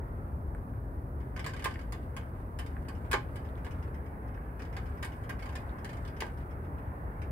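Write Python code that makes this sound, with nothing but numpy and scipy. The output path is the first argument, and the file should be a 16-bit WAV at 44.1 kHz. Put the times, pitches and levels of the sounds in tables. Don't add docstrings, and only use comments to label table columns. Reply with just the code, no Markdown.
import sys
import numpy as np
from scipy import signal
from scipy.fft import rfft, irfft
from scipy.io import wavfile
from scipy.ndimage import uniform_filter1d

SR = 44100
rng = np.random.default_rng(int(sys.argv[2]) if len(sys.argv) > 2 else 0)


def transcribe(u):
    v = np.clip(np.atleast_2d(u).T, -1, 1)
    q = np.round(v * 32767).astype(np.int16)
    wavfile.write(sys.argv[1], SR, q)


N = 322371

# start_s, level_db, body_db, edge_db, crumble_s, tray_share_db, blow_centre_hz
BITES = [(1.4633, -32.5, -4, -16, 0.002, -9, 2000), (1.643, -29.5, -3.5, -11, 0.006, -7, 2180),
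         (1.6547, -38.5, 6, -19, 0.0055, -20, 1500), (1.9229, -39, -1.5, -15.5, 0.0045, -7.5, 1290),
         (2.166, -41, 0.5, -10.5, 0.004, -6.5, 1470), (2.589, -39, 0.5, -10.5, 0.006, -9.5, 1490),
         (2.6634, -47.5, -1, -15, 0.003, -20, 1500), (2.8845, -45, 1, -11.5, 0.006, -0.5, 1130),
         (3.1142, -31.5, -1, -9, 0.0037, -24, 1900), (3.1305, -26, 3.5, -18.5, 0.003, -22, 1920),
         (3.3582, -46.5, 2, -10.5, 0.0057, -18, 1500), (3.6472, -47, 1, -13.5, 0.0045, -14, 1200),
         (4.7668, -41.5, 0, -18.5, 0.0034, -5, 1700), (5.0275, -36, 0, -12.5, 0.0022, -1.5, 1780),
         (5.048, -40.5, -4, -8, 0.0028, -24, 1700), (5.2935, -38.5, 0.5, -12.5, 0.0033, -2, 1850),
         (5.5544, -38.5, -3, -15.5, 0.0047, -16, 1900), (5.8463, -40.5, -1.5, -14, 0.0035, -18, 1500),
         (6.2054, -34, -0.5, -13, 0.0025, -2, 1800)]
# start_s, thud_db, ring_db, blow_centre_hz
KNOCKS = [(1.377, -49, -44, 1220), (1.658, -33, -37.5, 1010), (3.14, -28.5, -30, 1020),
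          (3.155, -43, -29, 650), (3.667, -44.5, -52, 780), (6.222, -34.5, -48, 880)]
# pitch_hz, level_db, t60_s
TRAY_MODES = [(340, -12, .15), (420, -11, .15), (510, -13, .14), (832, -3, .3), (937, -7, .2),
              (1056, 1, .24), (1120, 0, .16), (1196, 0, .19), (1528, -6, .65), (1605, 0, .17),
              (1645, -6, .17), (1790, -4, .14), (1932, -7, .14), (2063, -7, .14), (2199, -1, .16),
              (2250, -7, .16), (2483, -6, .16), (2958, -1, .12), (3102, -4, .13), (3470, -6, .11),
              (3733, -7, .11), (4645, -4, .11), (4820, -4, .12), (5112, -7, .12)]
# frequency_hz, level_db
KIBBLE_COLOUR = [(100, -22), (350, 5), (700, 6), (1000, 4.5), (1330, 0.5), (1650, 7.5), (2300, 3.5),
                 (3200, 0), (4300, -3), (4850, -1), (6200, -7), (8600, 0), (12000, -5), (15800, -11)]


def pellets(level_db=23, edge_db=9):
    # start_s, length_s, first_db, last_db
    tumbles = [(1.3637, 0.03, -43.5, -39.5), (1.4437, 0, -40, -40), (1.495, 0, -46, -46),
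               (1.5359, 0.0875, -44, -45.5), (1.71, 0.0295, -47, -49), (1.7916, 0.022, -49, -53),
               (4.6203, 0.031, -46.5, -54), (5.4241, 0.101, -44.5, -50), (5.8925, 0.0775, -45.5, -52.5),
               (6.0502, 0.0273, -50, -47), (6.2632, 0, -51, -51)]
    tumble_body_db, tumble_edge_db = 1, -16.5
    jolt_db, jolt_body_db, jolt_edge_db = -11, 4, -19
    loose_crumble_s, loose_top_loss_db = 0.0035, 4
    bitten = [(s, db, body, edge, crumble, 0) for s, db, body, edge, crumble, _, _ in BITES]
    tumbling = [(s, db, tumble_body_db, tumble_edge_db, loose_crumble_s, loose_top_loss_db)
                for s, db in strokes(tumbles, gap_s=0.032)]
    jolted = [(s, thud + jolt_db, jolt_body_db, jolt_edge_db, loose_crumble_s, loose_top_loss_db)
              for s, thud, _, _ in KNOCKS]
    out, hz = np.zeros((2, N)), bins(size=8192)
    in_tray = read(KIBBLE_COLOUR, hz) + tray_resonance(hz)
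    for s, db, body, edge, crumble, top_loss in bitten + tumbling + jolted:
        treble = edge + edge_db
        tilt = read([(2200, body), (3200, 0), (7000, 0), (8500, treble), (14000, treble - top_loss)], hz)
        snap = fracture(in_tray + tilt, crumble, cracks_per_s=2500)
        add(out, s, amp(db + level_db) * placed(snap))
    return out


def tray(thud_db=29, ring_db=-4, thud_db_per_octave=8, ring_db_per_octave=11):
    # frequency_hz, level_db
    thud_colour = [(60, -9), (200, -4), (350, 18), (700, 1), (1050, 8.5), (1350, -28), (1700, 7.5),
                   (2300, 5), (4000, 0), (12000, -6)]
    shove_db_per_s, bite_db_per_s = 40, 15
    recoil_s, recoil_thud_db = 0.003, -11
    out, t = np.zeros((2, N)), np.arange(SR) / SR
    hz, mode_db, t60 = np.transpose(TRAY_MODES)
    modes = amp(mode_db[:, None] - 60 * t / t60[:, None]) * np.exp(2j * np.pi * hz[:, None] * t)
    paths = np.exp(.6j * rng.standard_normal((2, len(hz))))
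    shoves = [(*knock, shove_db_per_s) for knock in KNOCKS]
    recoils = [(s + recoil_s, db + share + recoil_thud_db, db + share, centre, bite_db_per_s)
               for s, db, *_, share, centre in BITES]
    for s, thud, ring, centre, damping in shoves + recoils:
        colour = read(thud_colour, bins()) - thud_db_per_octave * abs(np.log2((bins() + 20) / centre))
        blow = fracture(colour, crumble_s=0.0035, cracks_per_s=900)
        add(out, s, amp(thud + thud_db) * placed(blow, direct_db=5, near_db=2.5, walls_db=-21))
        shares = amp(-ring_db_per_octave * abs(np.log2(hz / centre)))
        phases = np.exp(2j * np.pi * rng.random(len(hz)))
        ringing = ((paths * shares * phases) @ modes).real
        attack = 1 - np.exp(-t / 0.0048)
        add(out, s, amp(ring + ring_db - damping * t) * ringing * attack)
    return out


def tray_resonance(hz, width_hz=60, peak_db=9):
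    mode_hz, mode_db, _ = np.transpose(TRAY_MODES)
    peaks = amp(peak_db + mode_db) ** 2 / (1 + (2 * (hz[:, None] - mode_hz) / width_hz) ** 2)
    return 10 * np.log10(1 + peaks.sum(1))


def smacks(level_db=23, jaw_stroke_s=0.128):
    # start_s, length_s, first_db, last_db
    chews = [(1.2032, 0, -62, -62), (2.95, 0, -60, -60), (3.449, 0.127, -61, -63), (3.709, 0.351, -54, -62),
             (4.275, 0.066, -63, -63), (4.5945, 0.265, -52, -58), (4.9731, 0.148, -59, -56),
             (5.237, 0.155, -57.5, -53.5), (5.7848, 0, -58.5, -58.5), (6.1657, 0, -56.5, -56.5),
             (6.374, 0.409, -60.5, -64), (7.218, 0, -52, -52)]
    # frequency_hz, level_db
    mouth_colour = [(100, 3), (500, 0), (1800, 18), (2600, 12.5), (3200, 7.5), (3700, 0), (4500, -4),
                    (5100, 6.5), (6000, -3.5), (6900, -1.5), (7700, -14), (8400, -1), (11000, -14),
                    (15800, -10)]
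    out = np.zeros((2, N))
    for s, db in strokes(chews, jaw_stroke_s):
        smack = fracture(read(mouth_colour, bins()), crumble_s=0.0086, cracks_per_s=2500)
        add(out, s, amp(db + level_db) * placed(smack))
    return out


def ticks(level_db=19):
    # start_s, level_db, pitch_hz
    tick_events = [(0.549, -45, 1580), (0.549, -62, 8700), (0.737, -52, 1540), (1.758, -40, 1850),
                   (2.767, -41, 1630), (3.490, -61, 3500), (3.555, -60, 3420), (4.376, -45, 1660),
                   (5.694, -58, 3710)]
    out = np.zeros((2, N))
    for s, db, hz in tick_events:
        tick = pop(hz, db_per_octave=32)
        add(out, s, amp(db + level_db) * placed(tick, direct_db=-1, near_db=-6.5, walls_db=-11))
    return out


def licking(level_db=25, count=150):
    out, busy_db = np.zeros((2, N)), rooting()
    for when, octaves, size in rng.random((count, 3)):
        gain = amp(level_db + busy_db[int(when * N)] + 12 * size)
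        add(out, when * N / SR, gain * placed(pop(1100 * 2 ** octaves, db_per_octave=16.5)))
    return out


def stirring(grains_per_s=500):
    grains = rng.standard_normal(N) * (rng.random(N) < grains_per_s / SR)
    patter = signal.fftconvolve(grains, click(read(KIBBLE_COLOUR, bins())))
    return evened(placed(patter)[:, :N]) * amp(rooting())


def rooting(resting_db=-81.5, busy_db=-74.5, rise_db_per_s=0.9, lag_s=0.1, width_s=0.2):
    t = np.arange(0, N, 256) / SR
    bite_s = np.transpose(BITES)[0]
    swell = np.exp(-((t[:, None] - bite_s - lag_s) / width_s) ** 2).max(1)
    return curve(np.c_[t, resting_db + (busy_db + rise_db_per_s * t - resting_db) * swell])


def placed(sound, direct_db=-7, near_db=-1, walls_db=-5):
    # frequency_hz, t60_s
    wall_decay = [(300, 0.073), (1000, 0.17), (2500, 0.27), (5500, 0.18), (9000, 0.15), (15000, 0.13)]
    near_decay = [(500, 0.19), (2500, 0.11), (6000, 0.053), (12000, 0.066)]
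    response = amp(near_db) * echoes(near_decay, build_cycles=2.3)
    response += amp(walls_db) * echoes(wall_decay, build_cycles=16)
    response[[0, 1], [0, 3]] += amp(direct_db)
    return signal.fftconvolve(sound[None], response, axes=1)


def echoes(decay, build_cycles, echoes_per_s=5000, size=20000):
    taps = rng.choice([-1., 1.], (2, size)) * (rng.random((2, size)) < echoes_per_s / SR)
    hz, t, bands = signal.stft(taps, SR, nperseg=128)
    build = 1 - np.exp(-np.outer(hz + 500, t + t[1] / 2) / build_cycles)
    fade = amp(-60 * t / read(decay, hz)[:, None])
    tail = signal.istft(bands * build * fade, SR, nperseg=128)[1][:, :size]
    return tail / np.linalg.norm(tail, axis=1, keepdims=True)


def traffic(bright_above_hz=1400):
    # frequency_hz, level_db
    rumble_colour = [(15, -45), (27, -26), (38, -8.5), (52, -0.5), (66, 0.5), (110, -6), (135, -9.5),
                     (205, -16), (250, -13.5), (330, -19), (600, -24.5), (1200, -31), (3000, -67.5)]
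    wash_colour = [(100, -27), (400, 0.5), (650, -2), (950, 0), (1300, -4), (1650, -6), (2150, -15.5),
                   (2700, -28), (3600, -42.5), (6000, -50), (12000, -40)]
    # time_s, rumble_db, wash_db
    swell = [(0, -37.5, -53.5), (1, -38.5, -55), (1.4, -38.5, -53), (2.3, -39.5, -53), (3.2, -38, -52),
             (4.2, -39, -51), (5, -40, -50.5), (5.8, -39.5, -49.5), (6.4, -39, -51), (7.3, -38.5, -50)]
    wash_db, wash = curve(swell, column=2), stereo_noise(wash_colour)
    low = signal.sosfiltfilt(signal.butter(2, bright_above_hz, fs=SR, output="sos"), wash)
    wash = low + (wash - low) * amp(wash_db - wash_db.mean())
    rumble = stereo_noise(rumble_colour) * amp(curve(swell))
    return rumble + drifting(wash) * amp(wash_db)


def drifting(sound, depth_db=1.63):
    bands = signal.stft(sound, nperseg=1024)[2]
    patches = uniform_filter1d(rng.standard_normal(bands.shape[1:]), size=5, axis=0)
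    patches = evened(uniform_filter1d(patches, size=16, axis=1))
    return signal.istft(bands * amp(depth_db * patches), nperseg=1024)[1][:, :N]


def hum(waver_rad=0.22):
    # pitch_hz, rms_db
    tones = [(71.8, -49), (119, -55), (180.7, -60.5)]
    t, out = np.arange(N) / SR, np.zeros(N)
    for hz, db in tones:
        drift = sum(np.sin(2 * np.pi * (rate_hz * t + rng.random())) for rate_hz in (.3, .8, 1.7))
        out += amp(db) * np.sqrt(2) * np.sin(2 * np.pi * hz * t + waver_rad * drift)
    return out


def hiss(level_db=-72):
    # frequency_hz, level_db
    hiss_colour = [(100, -38), (3000, -8.5), (5000, -8), (6500, -12), (7750, -58), (8200, -3.5),
                   (10000, 1.5), (12000, 5.5), (15800, 2.5)]
    return amp(level_db) * stereo_noise(hiss_colour)


def stereo_noise(colour):
    # frequency_hz, correlation
    likeness = [(100, 1), (370, 0.96), (600, 0.54), (760, 0.05), (1100, -0.63), (1500, -0.5), (2500, 0.35),
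                (7000, -0.25), (9000, .05)]
    hz = bins(N)
    left, unrelated = rfft(rng.standard_normal((2, N)))
    same = np.clip(read(likeness, hz), -.98, .98)
    right = same * left + np.sqrt(1 - same ** 2) * unrelated
    return evened(irfft(np.array([left, right]) * amp(read(colour, hz)), N))


def fracture(colour_db, crumble_s, cracks_per_s, size=2048):
    t = np.arange(size) / SR
    cracks = rng.standard_normal(size) * (rng.random(size) < cracks_per_s / SR) * np.exp(-t / crumble_s)
    cracks[0] = 2
    return signal.fftconvolve(cracks / np.linalg.norm(cracks), click(colour_db))


def pop(hz, db_per_octave):
    octaves_away = abs(np.log2((bins() + 1) / hz))
    pulse = click(np.maximum(-db_per_octave * octaves_away, -80))
    return pulse / np.linalg.norm(pulse)


def click(colour_db):
    log_gain = np.log(amp(np.r_[colour_db, colour_db[-2:0:-1]]))
    return np.fft.ifft(np.exp(np.conj(signal.hilbert(log_gain)))).real


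def strokes(runs, gap_s):
    for start, length, first_db, last_db in runs:
        yield from np.linspace((start, first_db), (start + length, last_db), round(length / gap_s) + 1)


def amp(db):
    return 10 ** (np.asarray(db) / 20)


def evened(x):
    return x / np.sqrt(np.mean(x ** 2) + 1e-20)


def bins(size=2048):
    return np.fft.rfftfreq(size, 1 / SR)


def read(points, hz):
    point_hz, value = np.transpose(points)
    return np.interp(np.log(hz + 1), np.log(point_hz + 1), value)


def curve(rows, column=1):
    columns = np.transpose(rows)
    return np.interp(np.arange(N) / SR, columns[0], columns[column])


def add(mix, start_s, sound):
    part = mix[..., round(start_s * SR):][..., :sound.shape[-1]]
    part += sound[..., :part.shape[-1]]


def scene():
    cats = pellets() + smacks() + ticks() + licking() + tray() + stirring()
    return cats + traffic() + hum() + hiss()


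def record(dry, band_limit_hz=15790):
    # frequency_hz, left_minus_right_db
    balance = [(250, 1.5), (400, 0.5), (720, -3.5), (1000, -2), (2200, -0.5), (4000, -1), (7600, -3),
               (8300, 11), (10000, 4), (12000, 0)]
    lean_db = read(balance, bins(N)) / 2
    heard = irfft(rfft(dry) * amp([lean_db, -lean_db]), N)
    lowpass = signal.firwin(511, band_limit_hz, window=("kaiser", 9), fs=SR)
    return signal.oaconvolve(heard, lowpass[None], "same", axes=1)


dry = scene()
out = record(dry)
transcribe(out)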